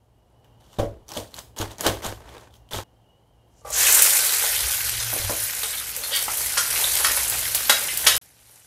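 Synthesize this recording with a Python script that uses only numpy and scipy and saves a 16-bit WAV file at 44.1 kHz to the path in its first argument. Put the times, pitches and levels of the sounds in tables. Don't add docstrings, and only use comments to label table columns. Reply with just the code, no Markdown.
import sys
import numpy as np
from scipy import signal
from scipy.io import wavfile
from scipy.ndimage import uniform_filter1d

SR = 44100
rng = np.random.default_rng(int(sys.argv[2]) if len(sys.argv) > 2 else 0)


def log_audio(samples):
    frames = np.atleast_2d(samples).T
    limited = np.clip(frames, -1, 1)
    pcm = np.round(limited * 32767).astype(np.int16)
    wavfile.write(sys.argv[1], SR, pcm)


def gain_from_db(level_db):
    decades = np.asarray(level_db, float) / 20
    return 10 ** decades


N = 381906


def evened(x):
    return x / np.sqrt(np.mean(x ** 2) + 1e-20)


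def add(mix, s, sound):
    part = mix[round(s * SR):][:len(sound)]
    part += sound[:len(part)]


def control(points, column=1):
    rows = np.array(points)
    return np.interp(np.arange(N) / SR, rows[:, 0], rows[:, column])


def swells(events, width_s, column):
    t = np.arange(0, N + 64, 64) / SR
    total = sum(row[column] * np.exp(-((t - row[0]) / width_s) ** 2 / 2) for row in events)
    return np.interp(np.arange(N) / SR, t, total)


def colour(x, points):
    hz = abs(np.fft.fftfreq(4096, 1 / SR))
    f, level_db = np.transpose(points)
    spectrum_db = np.interp(np.log(hz + 1), np.log(f), level_db)
    log_gain = np.log(gain_from_db(np.maximum(spectrum_db, -70)))
    taps = np.fft.ifft(np.exp(np.conj(signal.hilbert(log_gain)))).real[:2048]
    return evened(signal.oaconvolve(x, taps)[:N])


def resonate(x, hz, width_hz):
    r = np.exp(-np.pi * width_hz / SR)
    return evened(signal.lfilter([1, 0, -1], [1, -2 * r * np.cos(2 * np.pi * hz / SR), r * r], x))


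def glide(x, hz, width_hz):
    turn = np.exp(2j * np.pi * np.cumsum(hz) / SR)
    r = np.exp(-np.pi * width_hz / SR)
    smoothed = signal.lfilter([1], np.convolve([1, -r], [1, -r]), x / turn)
    return evened((turn * smoothed).real)


def crowd(low_hz, high_hz, level_db, t60, count):
    jitter_hz = (high_hz - low_hz) / count * rng.uniform(-0.48, 0.42, count)
    hz = np.linspace(low_hz, high_hz, num=count) + jitter_hz
    return np.c_[hz, np.full(count, level_db), np.full(count, t60)]


def ring(modes, stretch, spread_db, seconds):
    chance = rng.standard_normal((len(modes), 2))
    hz, level_db, t60 = np.transpose(modes)[:, :, None]
    t = np.arange(round(seconds * SR)) / SR
    decay = np.exp(-t * np.log(1000) / stretch / np.clip(t60, .05, .5))
    waves = decay * np.sin(2 * np.pi * hz * t + 3 * chance[:, 1:])
    strength = gain_from_db(level_db[:, 0] + spread_db * chance[:, 0])
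    sound = strength @ waves * np.minimum(t / 0.00042, 1)
    return sound / abs(sound[:1500]).max()


def bursts(per_s, spread_db, tail_s, hiss):
    size = gain_from_db(spread_db * np.minimum(rng.exponential(1, N), 4)) * (rng.random(N) < per_s / SR)
    envelope = signal.lfilter([1], [1, -np.exp(-1 / (tail_s * SR))], size)
    a, b = rng.standard_normal((2, N))
    clumped = envelope * a
    clumped /= np.sqrt(uniform_filter1d(clumped ** 2, 6000) + 1e-9)
    return clumped + hiss * b


def patchy(x, patch_db, bins, frames):
    z = signal.stft(x, nperseg=256)[2]
    field = uniform_filter1d(rng.standard_normal(z.shape), bins, 0)
    field = uniform_filter1d(field, frames, 1)
    return evened(signal.istft(z * gain_from_db(patch_db * evened(field)), nperseg=256)[1][:N])


def clicks(events, cycles, crack, puff, puff_s, boost_db, band_hz):
    tones, wide = np.zeros(N), np.zeros(N)
    t = np.arange(2000) / SR
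    for s, peak_db, hz in events:
        peak = gain_from_db(peak_db + boost_db)
        add(tones, s, peak * np.sin(2 * np.pi * hz * t) * np.exp(-t * hz / cycles))
        spray = rng.standard_normal(2000) * (np.exp(-t / 0.00016) + puff * np.exp(-t / puff_s))
        add(wide, s, peak * crack * spray)
    band = signal.butter(2, band_hz, "bandpass", fs=SR, output="sos")
    return tones, signal.sosfilt(band, wide)


# f/Hz, t60/s
KITCHEN_T60 = [(250, 0.4), (660, 0.26), (1740, 0.39), (4590, 0.32)]


def room(x):
    taps = np.zeros(SR // 2)
    at = np.arange(120, SR // 2 - 20, 20)
    taps[at + rng.integers(0, 20, len(at))] = rng.choice([-1., 1.], len(at))
    hz, t, z = signal.stft(taps, SR, nperseg=128)
    t60 = np.clip(np.interp(hz, *np.transpose(KITCHEN_T60)), .1, .8)
    tail = signal.istft(z * gain_from_db(-60 * t / t60[:, None]), SR, nperseg=128)[1]
    return signal.fftconvolve(x, tail / np.linalg.norm(tail))[:N]


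# t/s, level/dB
FAN_LEVEL = [(0, -64.5), (2.2, -51), (2.83, -62), (2.84, -65), (3.55, -63.5), (3.75, -45.5), (4.3, -59),
             (4.5, -49), (5.7, -56), (7.0, -47.5), (7.4, -43.5), (7.9, -61), (8.18, -43), (8.21, -71),
             (8.66, -67)]
# f/Hz, level/dB
AIR_SPECTRUM = [(15, -56.5), (25, -37), (49, 1.5), (86, -19), (123, -6), (261, -10), (854, -11.5),
                (1280, -24), (2650, -32.5), (2950, -25.5), (3470, -31.5), (15700, -43.5)]
# t/s, level/dB
AIR_LEVEL = [(0, -66), (.7, -58.5), (2.84, -61), (3.3, -63), (3.7, -60.5), (8.18, -49), (8.2, -64.5),
             (8.66, -66.5)]
# t/s, level/dB
WHINE_SWELL = [(0, -12), (.35, -4), (.55, 7), (.8, -10), (2.6, -5.5), (2.9, 3), (3.6, 0)]
# t/s, rumble swell level/dB, hum swell level/dB
LEANS = [
    (4.66, 10.5, 1),
    (4.92, 8, 12.5),
    (5.08, 3, 14.5),
    (5.25, 5, 6),
    (5.45, 2, 14),
]


def fan():
    rumble_hz, hum_hz, whine_hz, whine_db = 58.4, 114, 2895, -77.5
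    lean_s = 0.066
    a, b, c, d = rng.standard_normal((4, N))
    t = np.arange(N) / SR
    rumble = resonate(resonate(a, rumble_hz, 28), rumble_hz, 35)
    waver = resonate(resonate(b, 108, 30), 108, 30)
    hum = evened(np.sin(2 * np.pi * hum_hz * t) + .4 * waver)
    air = gain_from_db(control(AIR_LEVEL)) * colour(c, AIR_SPECTRUM)

    drift, swell, other = (np.interp(t, np.arange(90) / 10, v) for v in rng.standard_normal((3, 90)))
    whine_level_db = whine_db + control(WHINE_SWELL)
    whine = gain_from_db(whine_level_db + 4.5 * swell) * glide(d, whine_hz + 60 * drift, 90)
    whine += gain_from_db(whine_level_db - 5 + 4 * other) * glide(d, 1.08 * whine_hz + 35 * other, 90)

    fan_db = control(FAN_LEVEL)
    rumble_db = fan_db + swells(LEANS, lean_s, column=1)
    hum_db = -21 + 0.67 * fan_db + swells(LEANS, lean_s, column=2)
    return gain_from_db(rumble_db) * rumble + gain_from_db(hum_db) * hum + air + whine


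# f/Hz, level/dB, t60/s
BOARD_MODES = [(207.6, -0.5, 0.27), (339, -1, 0.56), (426, -4, 0.11), (514, -5.5, 0.3), (575, -3.5, 0.6),
               (634, -13, 0.44), (785, -2.5, 0.27), (875, -19, 0.34), (1043, -17.5, 0.2),
               (1260, -27.5, 0.3), (1490, -13, 0.11)]
# f/Hz, level/dB, t60/s
TABLE_MODES = [(60.4, 5.5, 0.39), (101.8, 1, 0.53)]
# t/s, peak level/dB, table thump level/dB, colour centre f/Hz
BLOWS = [(0.786, -9.5, -19, 750), (0.794, -5.5, -12, 540), (0.829, -9.5, -21, 560),
         (1.164, -15, -40.5, 650), (1.178, -17, -29, 420), (1.6, -18, -17, 404), (1.616, -30, -39.5, 450),
         (1.863, -5, -19, 447), (1.873, -12, -31, 700), (1.889, -11, -18, 650), (2.065, -21, -23, 496),
         (2.732, -39, -27, 400), (2.76, -31, -24, 400), (5.128, -19.5, -45, 800), (5.161, -19, -37, 600),
         (5.197, -45, -24, 500), (5.246, -38, -18.5, 500), (5.294, -15, -46.5, 850), (5.303, -16, -46, 450)]


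def blows():
    colour_octaves = 0.79
    out = np.zeros(N)
    modes = np.r_[np.array(BOARD_MODES),
                  crowd(170, 330, -3, .35, count=5),
                  crowd(380, 700, -6, .4, count=12),
                  crowd(700, 1150, -9, .15, count=8)]
    for s, peak_db, thump_db, centre_hz in BLOWS:
        near_db = np.maximum(-6 * (np.log2(modes[:, 0] / centre_hz) / colour_octaves) ** 2, -6)
        coloured = modes + np.outer(near_db, [0, 1, 0])
        add(out, s, gain_from_db(peak_db - 8.5) * ring(coloured, 0.3, 0.55, .3))
        add(out, s, gain_from_db(thump_db - 5.5) * ring(TABLE_MODES, 0.46, 1.5, .4))
    return out


# start t/s, push t/s, crunch level at full push/dB, board buzz level over crunch/dB
STROKES = [(.43, 0.0193, -74, 16), (0.599, 0.17, -50.5, -4.5), (0.784, 0.0096, -32, 4.5),
           (1.062, .02, -54, -8), (1.085, 0.023, -40, 1.5), (1.131, 0.051, -29.5, -5.5),
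           (1.29, .05, -49, -1), (1.342, 0.042, -37, -4), (1.565, 0.055, -27, -0.5),
           (1.689, 0.027, -42.5, 3.5), (1.783, 0.028, -32, 1.5), (1.831, 0.046, -18, 1),
           (2.02, 0.041, -25.5, 2), (2.18, 0.1702, -50.5, 11), (2.359, 0.077, -51.5, 7),
           (2.51, 0.045, -56.5, -7), (2.71, 0.042, -27, -0.5), (2.769, 0.013, -32, -0.5)]


def pressure(fall_db_per_s, buzz):
    bite_db, bite_s = -11.5, 0.0014
    tail_db, tail_fall_db_per_s = -6, 171.5
    power = np.zeros(N)
    t = np.arange(SR // 2) / SR
    for s, push_s, level_db, board_db in STROKES:
        after = np.maximum(t - push_s, 0)
        rise = np.minimum(t / bite_s, 1) * gain_from_db(bite_db * np.maximum(1 - t / push_s, 0))
        fall = gain_from_db(-fall_db_per_s * after) + gain_from_db(tail_db - tail_fall_db_per_s * after)
        add(power, s, (gain_from_db(level_db + board_db * buzz) * rise * fall) ** 2)
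    return np.sqrt(power) * (np.arange(N) < SHOTS[1][0] * SR)


# f/Hz, level/dB
SKIN_SPECTRUM = [(530, -24), (900, 1.5), (2340, -21.5), (3010, -3), (5100, -9.5), (6480, -7.5),
                 (7660, -10.5), (14300, -16), (15700, -36.5)]


def crunch():
    cells = bursts(per_s=300, spread_db=0.0, tail_s=0.0026, hiss=0.89)
    skins = patchy(colour(cells, SKIN_SPECTRUM), 1.17, bins=6, frames=6)
    tearing = bursts(per_s=220, spread_db=6.0, tail_s=0.0038, hiss=1.0)
    board = evened(sum(gain_from_db(0.5 * db) * resonate(tearing, hz, 120) for hz, db, _ in BOARD_MODES))
    return (gain_from_db(-8.0) * pressure(454.5, buzz=False) * skins
            + gain_from_db(-7.5) * pressure(256, buzz=True) * board)


# t/s, peak level/dB, ring f/Hz
SNAPS = [(0.4454, -43.5, 2980), (0.7178, -49, 3570), (0.7876, -23, 3660), (1.0824, -27, 6000),
         (1.0904, -21, 6100), (1.1184, -18.5, 5600), (1.1372, -22, 5380), (1.1585, -32, 5900),
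         (1.1732, -13, 3320), (1.342, -17.5, 4120), (1.366, -23.5, 7100), (1.3902, -18, 6400),
         (1.5635, -29.5, 3180), (1.5881, -10.5, 6700), (1.6158, -25.5, 2960), (1.711, -31, 3780),
         (1.7835, -23, 6300), (1.8088, -5.5, 6860), (1.864, -13.5, 3000), (1.875, -7.5, 4040),
         (1.8895, -10.5, 3300), (2.0218, -30, 2070), (2.0647, -11.5, 6700), (2.2914, -32, 3360),
         (2.381, -31, 3780), (2.5074, -45, 3500), (2.567, -42, 6550), (2.5403, -36.5, 3200),
         (2.5544, -41, 3100), (2.6896, -38.5, 3120), (2.7095, -28, 3330), (2.734, -12, 3540)]


def snaps():
    return clicks(SNAPS, cycles=5.2, crack=0.69, puff=0.37, puff_s=0.0044, boost_db=-6.5,
                  band_hz=[2600, 14500])


# f/Hz, level/dB, t60/s
WOK_MODES = [(485, -8, .2), (1292, -7, .25), (1567, -10, .2), (2112, -6, .3), (3052, 3, .3),
             (3797, -1, .27), (3989, 1, .25), (4764, -5, .2), (5139, -1, .2), (5398, 0, .26),
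             (5809, -3, .15), (6900, -3, .26), (8816, -1, .3), (10627, 3, .25)]
# f/Hz, level/dB, t60/s
BOTTOM_MODES = [(478, 1, 0.15), (548, -0.5, 0.14), (625, 1, .13), (800, -1, .15), (920, -7, .12),
                (1179, -0.5, 0.24), (1270, -9, .2), (2020, -19, 0.26)]
# f/Hz, level/dB, t60/s
BLADE_MODES = [(1262, -3, .22), (1356, -1, 0.2), (1560, -2, .2), (1710, -9, .2), (1888, -4, 0.16),
               (2287, -12, .18), (3260, -3, .12), (3819, -6, .1), (4650, -7, .18), (5280, -7, .18),
               (8400, -9, .15), (10550, -2, .17)]
# f/Hz, level/dB, t60/s
WALL_MODES = [(230, -17.5, 0.14), (520, -7.5, 0.16), (1295, -9, 0.28), (1610, -5, 0.11), (2090, -1, 0.17),
              (3020, -5, .1), (3860, 6, .1), (4764, -2, 0.18), (5150, -5, .1), (6200, -9, 0.16),
              (7050, -6, 0.089), (10600, -5, .07)]
# t/s, peak level/dB, ring time factor
DROPS = [
    (3.616, -48, 0.6),
    (3.648, -28.5, 0.74),
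    (3.672, -32, 0.86),
    (3.702, -27, 0.62),
    (3.735, -38, 0.8),
]
# t/s, peak level/dB, ring time factor
BLADE_HITS = [
    (6.5716, -17, .6),
    (7.0461, -12, 0.59),
]
# t/s, peak level/dB, ring time factor
WALL_HITS = [
    (7.696, -8, 0.92),
]
# t/s, peak level/dB, ring time factor
RIM_HITS = [
    (8.0655, -11, .55),
    (8.0718, -7, .6),
]


def clangs():
    out = np.zeros(N)
    parts = ((BOTTOM_MODES, DROPS), (BLADE_MODES, BLADE_HITS), (WALL_MODES, WALL_HITS), (WOK_MODES, RIM_HITS))
    for modes, hits in parts:
        for s, peak_db, stretch in hits:
            add(out, s, gain_from_db(peak_db) * ring(modes, stretch, 1.5, .3))
    return out


# t/s, peak level/dB, colour centre f/Hz, colour width/octaves, contact t/s
SCRAPES = [(5.732, -27, 2180, .7, 0.011), (5.772, -27, 3600, 0.23, 0.0087), (5.81, -33, 1400, 0.43, 0.006),
           (6.03, -25, 3940, .17, 0.013), (6.107, -20, 3370, 0.15, 0.03), (6.12, -22, 4430, 0.11, 0.03),
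           (5.961, -37.5, 500.5, 0.193, 0.025), (6.105, -34.5, 498, 0.22, 0.025),
           (6.109, -22, 2205, .9, 0.043), (6.575, -10.5, 5270, 0.94, 0.0098),
           (7.046, -12.5, 1600, 0.45, 0.0074)]
# t/s, peak level/dB, colour centre f/Hz, colour width/octaves, ring time factor
KNOCKS = [(5.632, -20, 993, 2.9, 0.54), (5.632, -21.5, 3600, .37, 0.33), (6.572, -14, 1460, 0.42, 0.78),
          (6.572, -21, 3110, 0.6, 0.27), (6.758, -17.5, 2800, 0.94, 0.97), (6.966, -17.5, 4000, 0.77, 0.31),
          (7.047, -12, 3800, .99, 0.606), (7.173, -17.5, 1510, 2.3, 0.61), (7.546, -14, 3498, 4.1, 0.45),
          (7.695, -14, 685, 0.8, 0.32), (7.695, -6.5, 2120, 1.11, 0.53), (7.696, -5, 7140, 3.94, 0.61),
          (7.885, -19, 2470, 0.4, 0.59), (8.065, -9, 1501, 1.08, 0.67), (8.067, -3.5, 3715, 0.82, 0.68),
          (8.07, -6.5, 9374, .8, 0.6), (6.572, -28.5, 502, 0.54, 0.78)]
# t/s, peak level/dB, colour centre f/Hz, colour width/octaves, ring time factor
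TICKS = [(5.2935, -18, 930, .7, 0.43), (5.129, -22.5, 930, 0.63, 0.33), (3.808, -16, 2300, 0.57, 0.33),
         (3.8675, -11, 2600, 0.37, .5), (3.884, -12, 1930, 0.37, .4), (4.562, -16.5, 3360, 0.42, 0.45),
         (7.325, -24, 3700, 0.42, .25), (7.573, -22, 3000, 0.35, 0.28), (7.654, -21, 4000, .5, .25),
         (5.001, -15, 4900, 0.47, 0.24), (4.438, -18, 925, 1.153, 0.61), (6.281, -16, 1130, 0.98, 0.63),
         (6.512, -28, 3960, 0.59, 0.2), (6.842, -10.5, 3550, 0.25, 0.16), (7.111, -17, 1000, 1.55, 0.207)]


def spatula():
    scrape_ring, knock_s, tick_s = 0.42, 0.0054, 0.0011
    known = np.array(WOK_MODES) * [1, .6, 1] + [0, 1.5, 0]
    dense = crowd(451, 13500, -0.4, 0.11, count=170)
    out = np.zeros(N)
    t = np.arange(3500) / SR
    touches = [(*row, scrape_ring) for row in SCRAPES]
    touches += [(*row[:-1], knock_s, row[-1]) for row in KNOCKS]
    touches += [(*row[:-1], tick_s, row[-1]) for row in TICKS]
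    for s, peak_db, centre_hz, octaves, contact_s, stretch in touches:
        modes = np.r_[known + [0, 30 * (min(stretch, 1.1) - .95), 0], dense]
        near_db = -6 * (np.log2(modes[:, 0] / centre_hz) / max(octaves, .1)) ** 2
        modes = (modes + np.outer(near_db, [0, 1, 0]))[near_db > -30]
        rise_s = 0.00044 + 25 * contact_s ** 2
        envelope = np.minimum(t / rise_s, 1) * np.exp(-(t / contact_s) ** 1.34 / 2)
        contact = rng.standard_normal(len(t)) * envelope
        contact[0] = np.linalg.norm(contact) * 1.73 * min(knock_s / contact_s, 1) ** 2
        knock = signal.fftconvolve(ring(modes, stretch, 1.5, .2), contact)
        loud_part = knock[:round((.004 + 2 * contact_s) * SR)]
        add(out, s, gain_from_db(peak_db - 0.5) * knock / (3 * np.std(loud_part)))
    return out


# t/s, level/dB, resonance f/Hz
JET = [
    (3.5, -83, 6310),
    (3.58, -63, 6500),
    (3.64, -69, 6500),
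    (3.742, -25.5, 6840),
    (3.95, -20.5, 7774),
    (4.15, -25, 8100),
    (4.5, -39, 8530),
]


def jet():
    s, level_db, hz = np.transpose(JET)
    t = np.arange(N) / SR
    hiss = bursts(per_s=300, spread_db=2.5, tail_s=.004, hiss=1.1)
    jet_db = np.interp(t, s, level_db, left=-200, right=-200)
    return gain_from_db(jet_db) * glide(hiss, np.interp(t, s, hz), 2800)


# t/s, peak level/dB, pitch f/Hz
SPITS = [(3.704, -7, 9200), (3.866, 3, 9960), (3.9248, 11, 7470), (3.9484, 10, 7600), (3.9523, 6, 9690),
         (4.0216, 17, 7790), (4.045, 2, 8140), (4.1165, -3, 7820), (4.1584, -7, 8220), (4.167, 1, 8110),
         (4.1964, -10, 8300), (4.2437, 0, 8120), (4.2657, -1, 10300), (4.339, -9, 12600),
         (4.4383, -5, 12200), (4.5674, -18, 10900), (4.744, -5, 10200), (5.0484, -14, 12300),
         (5.2989, -16, 10300), (5.4184, -13, 9790), (5.7514, -8, 7310), (5.7995, -8, 8690),
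         (5.9095, -16, 13300), (5.9644, -2, 6100), (6.0487, -9, 9820), (6.161, 3, 10900),
         (6.2404, -5, 5750), (6.3727, 1, 13200), (6.461, 1, 11000), (6.7526, -14, 12400),
         (6.8134, -1, 13000), (6.9356, -14, 10900), (6.9663, -9, 9470), (7.1748, -12, 10900),
         (7.2986, 3, 11000), (7.3007, -11, 10400), (7.3914, -10, 11700), (7.466, -3, 12200),
         (7.549, 5, 10900), (7.5545, 5, 9430), (7.784, -9, 11000), (7.784, -12, 13400), (7.9348, -17, 8120),
         (7.9738, 5, 11700), (8.0534, -13, 6900), (8.1653, 3, 11400), (8.1754, -6, 9200)]


def spits():
    return clicks(SPITS, cycles=3.1, crack=.8, puff=1.2, puff_s=.004, boost_db=-15.5,
                  band_hz=[7000, 14500])


# f/Hz, level/dB
FIZZ_SPECTRUM = [(2350, -41), (4000, -5.5), (6470, 1), (10300, 7), (12600, 4.5), (14500, 3.5), (15300, -13),
                 (15700, -58)]
# f/Hz, level/dB
BUBBLE_SPECTRUM = [(710, -40), (1200, -8), (1560, -1), (1740, -2.5), (6000, -3), (7800, -18), (13200, -120)]
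# f/Hz, level/dB
BODY_SPECTRUM = [(150, -54), (250, -16.5), (562, -0.5), (668, -4), (795, 0), (2000, -7.5), (2600, -20.5),
                 (4400, -120)]
# t/s, level/dB
BOIL = [(3.45, -82), (3.644, -69.5), (3.652, -51), (3.72, -37.5), (3.8, -19.5), (4.0, -18.5), (4.3, -22),
        (4.7, -25.5), (5.1, -27.5), (5.6, -30), (5.95, -33.5), (6.3, -30), (6.9, -25.5), (7.6, -28.5),
        (8.18, -29.5), (8.21, -51.5), (8.3, -57), (8.66, -55.5)]
# t/s, fizz surge level/dB, drag on the steel level/dB
TURNS = [(3.655, -1.5, 16.5), (4.85, 0, -2), (5.0, -3, -0.5), (5.3, -2, 3), (5.42, 3, -1.5), (5.65, 2, 0.5),
         (6.08, 0.5, 6.5), (6.2, 4, 3), (6.4, 3.5, 4.5), (6.8, 3, 8.5), (6.95, 2, -1.5), (7.03, 2, 9),
         (7.15, 3, 2), (7.35, 1.5, 5.5), (7.8, 1, 7.5), (8.12, 2.5, 10.5), (8.54, 5, 10)]


def frying():
    turn_s = 0.059
    splash_s, splash_top_db, splash_fall_db_per_s = 3.89, 4, 11.5
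    steam = bursts(per_s=450, spread_db=2.2, tail_s=0.002, hiss=1.3)
    drops = bursts(per_s=560, spread_db=-1.5, tail_s=0.0011, hiss=1.0) + 0.38 * steam
    fizz = patchy(colour(steam, FIZZ_SPECTRUM), 1.8, bins=10, frames=8)
    bubbles = patchy(colour(drops, BUBBLE_SPECTRUM), 1.8, bins=4, frames=12)
    steel = evened(sum(resonate(drops, hz, 62) for hz, _, _ in WOK_MODES if hz < 6000))
    drumming = bursts(per_s=150, spread_db=3.0, tail_s=0.0039, hiss=1.0) + 0.33 * drops
    body = colour(drumming, BODY_SPECTRUM)

    boil_db = control(BOIL)
    above_db = boil_db + 25
    surge_db = swells(TURNS, turn_s, column=1)
    drag_db = swells(TURNS, turn_s, column=2)
    from_splash_s = abs(np.arange(N) / SR - splash_s)
    splash_db = np.maximum(splash_top_db - splash_fall_db_per_s * from_splash_s, 0)
    return (gain_from_db(boil_db + surge_db) * fizz
            + gain_from_db(-30 + above_db + 0.095 * drag_db) * evened(bubbles + 0.12 * steel)
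            + gain_from_db(-42 + above_db + drag_db + splash_db) * body)


def scene():
    beds = crunch() + frying() + jet() + fan()
    snap_tones, snap_cracks = snaps()
    spit_tones, spit_cracks = spits()
    knocks = blows()
    steel = clangs() + spatula()
    to_room = (snap_tones + spit_tones) / 8 + gain_from_db(-1.5) * snap_cracks + gain_from_db(-2.5) * spit_cracks
    to_room += gain_from_db(-3.5) * knocks + gain_from_db(-1.5) * steel
    direct = snap_tones + snap_cracks + spit_tones + spit_cracks + knocks + steel
    return direct + room(to_room), beds


def roll_off(x):
    return signal.sosfilt(signal.butter(12, 15850, fs=SR, output="sos"), x)


# start t/s, end t/s
SHOTS = [
    (0, 2.836),
    (2.836, 8.18),
    (8.214, 8.7),
]


def record(dry):
    t = np.arange(N) / SR
    events, beds = dry
    wok_start, wok_end = SHOTS[1]
    tail_gone = 1 - ((t > wok_start) & (t < wok_start + .6)) - (t > wok_end)
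    open_shot = sum(np.clip(np.minimum(t - a + .001, b - t + .001) / .002, 0, 1) for a, b in SHOTS)
    far = signal.sosfilt(signal.butter(4, 13440, fs=SR, output="sos"), beds)
    mix = events * tail_gone + np.where(t > SHOTS[2][0] - .01, far, beds)
    mix = mix * np.minimum(open_shot, 1)
    band_limit = signal.firwin(767, 15800, window=("kaiser", 8), fs=SR)
    mix = np.clip(signal.oaconvolve(mix, band_limit, "same"), -1, 1)
    return roll_off(mix)


dry = scene()
out = record(dry)
log_audio(out)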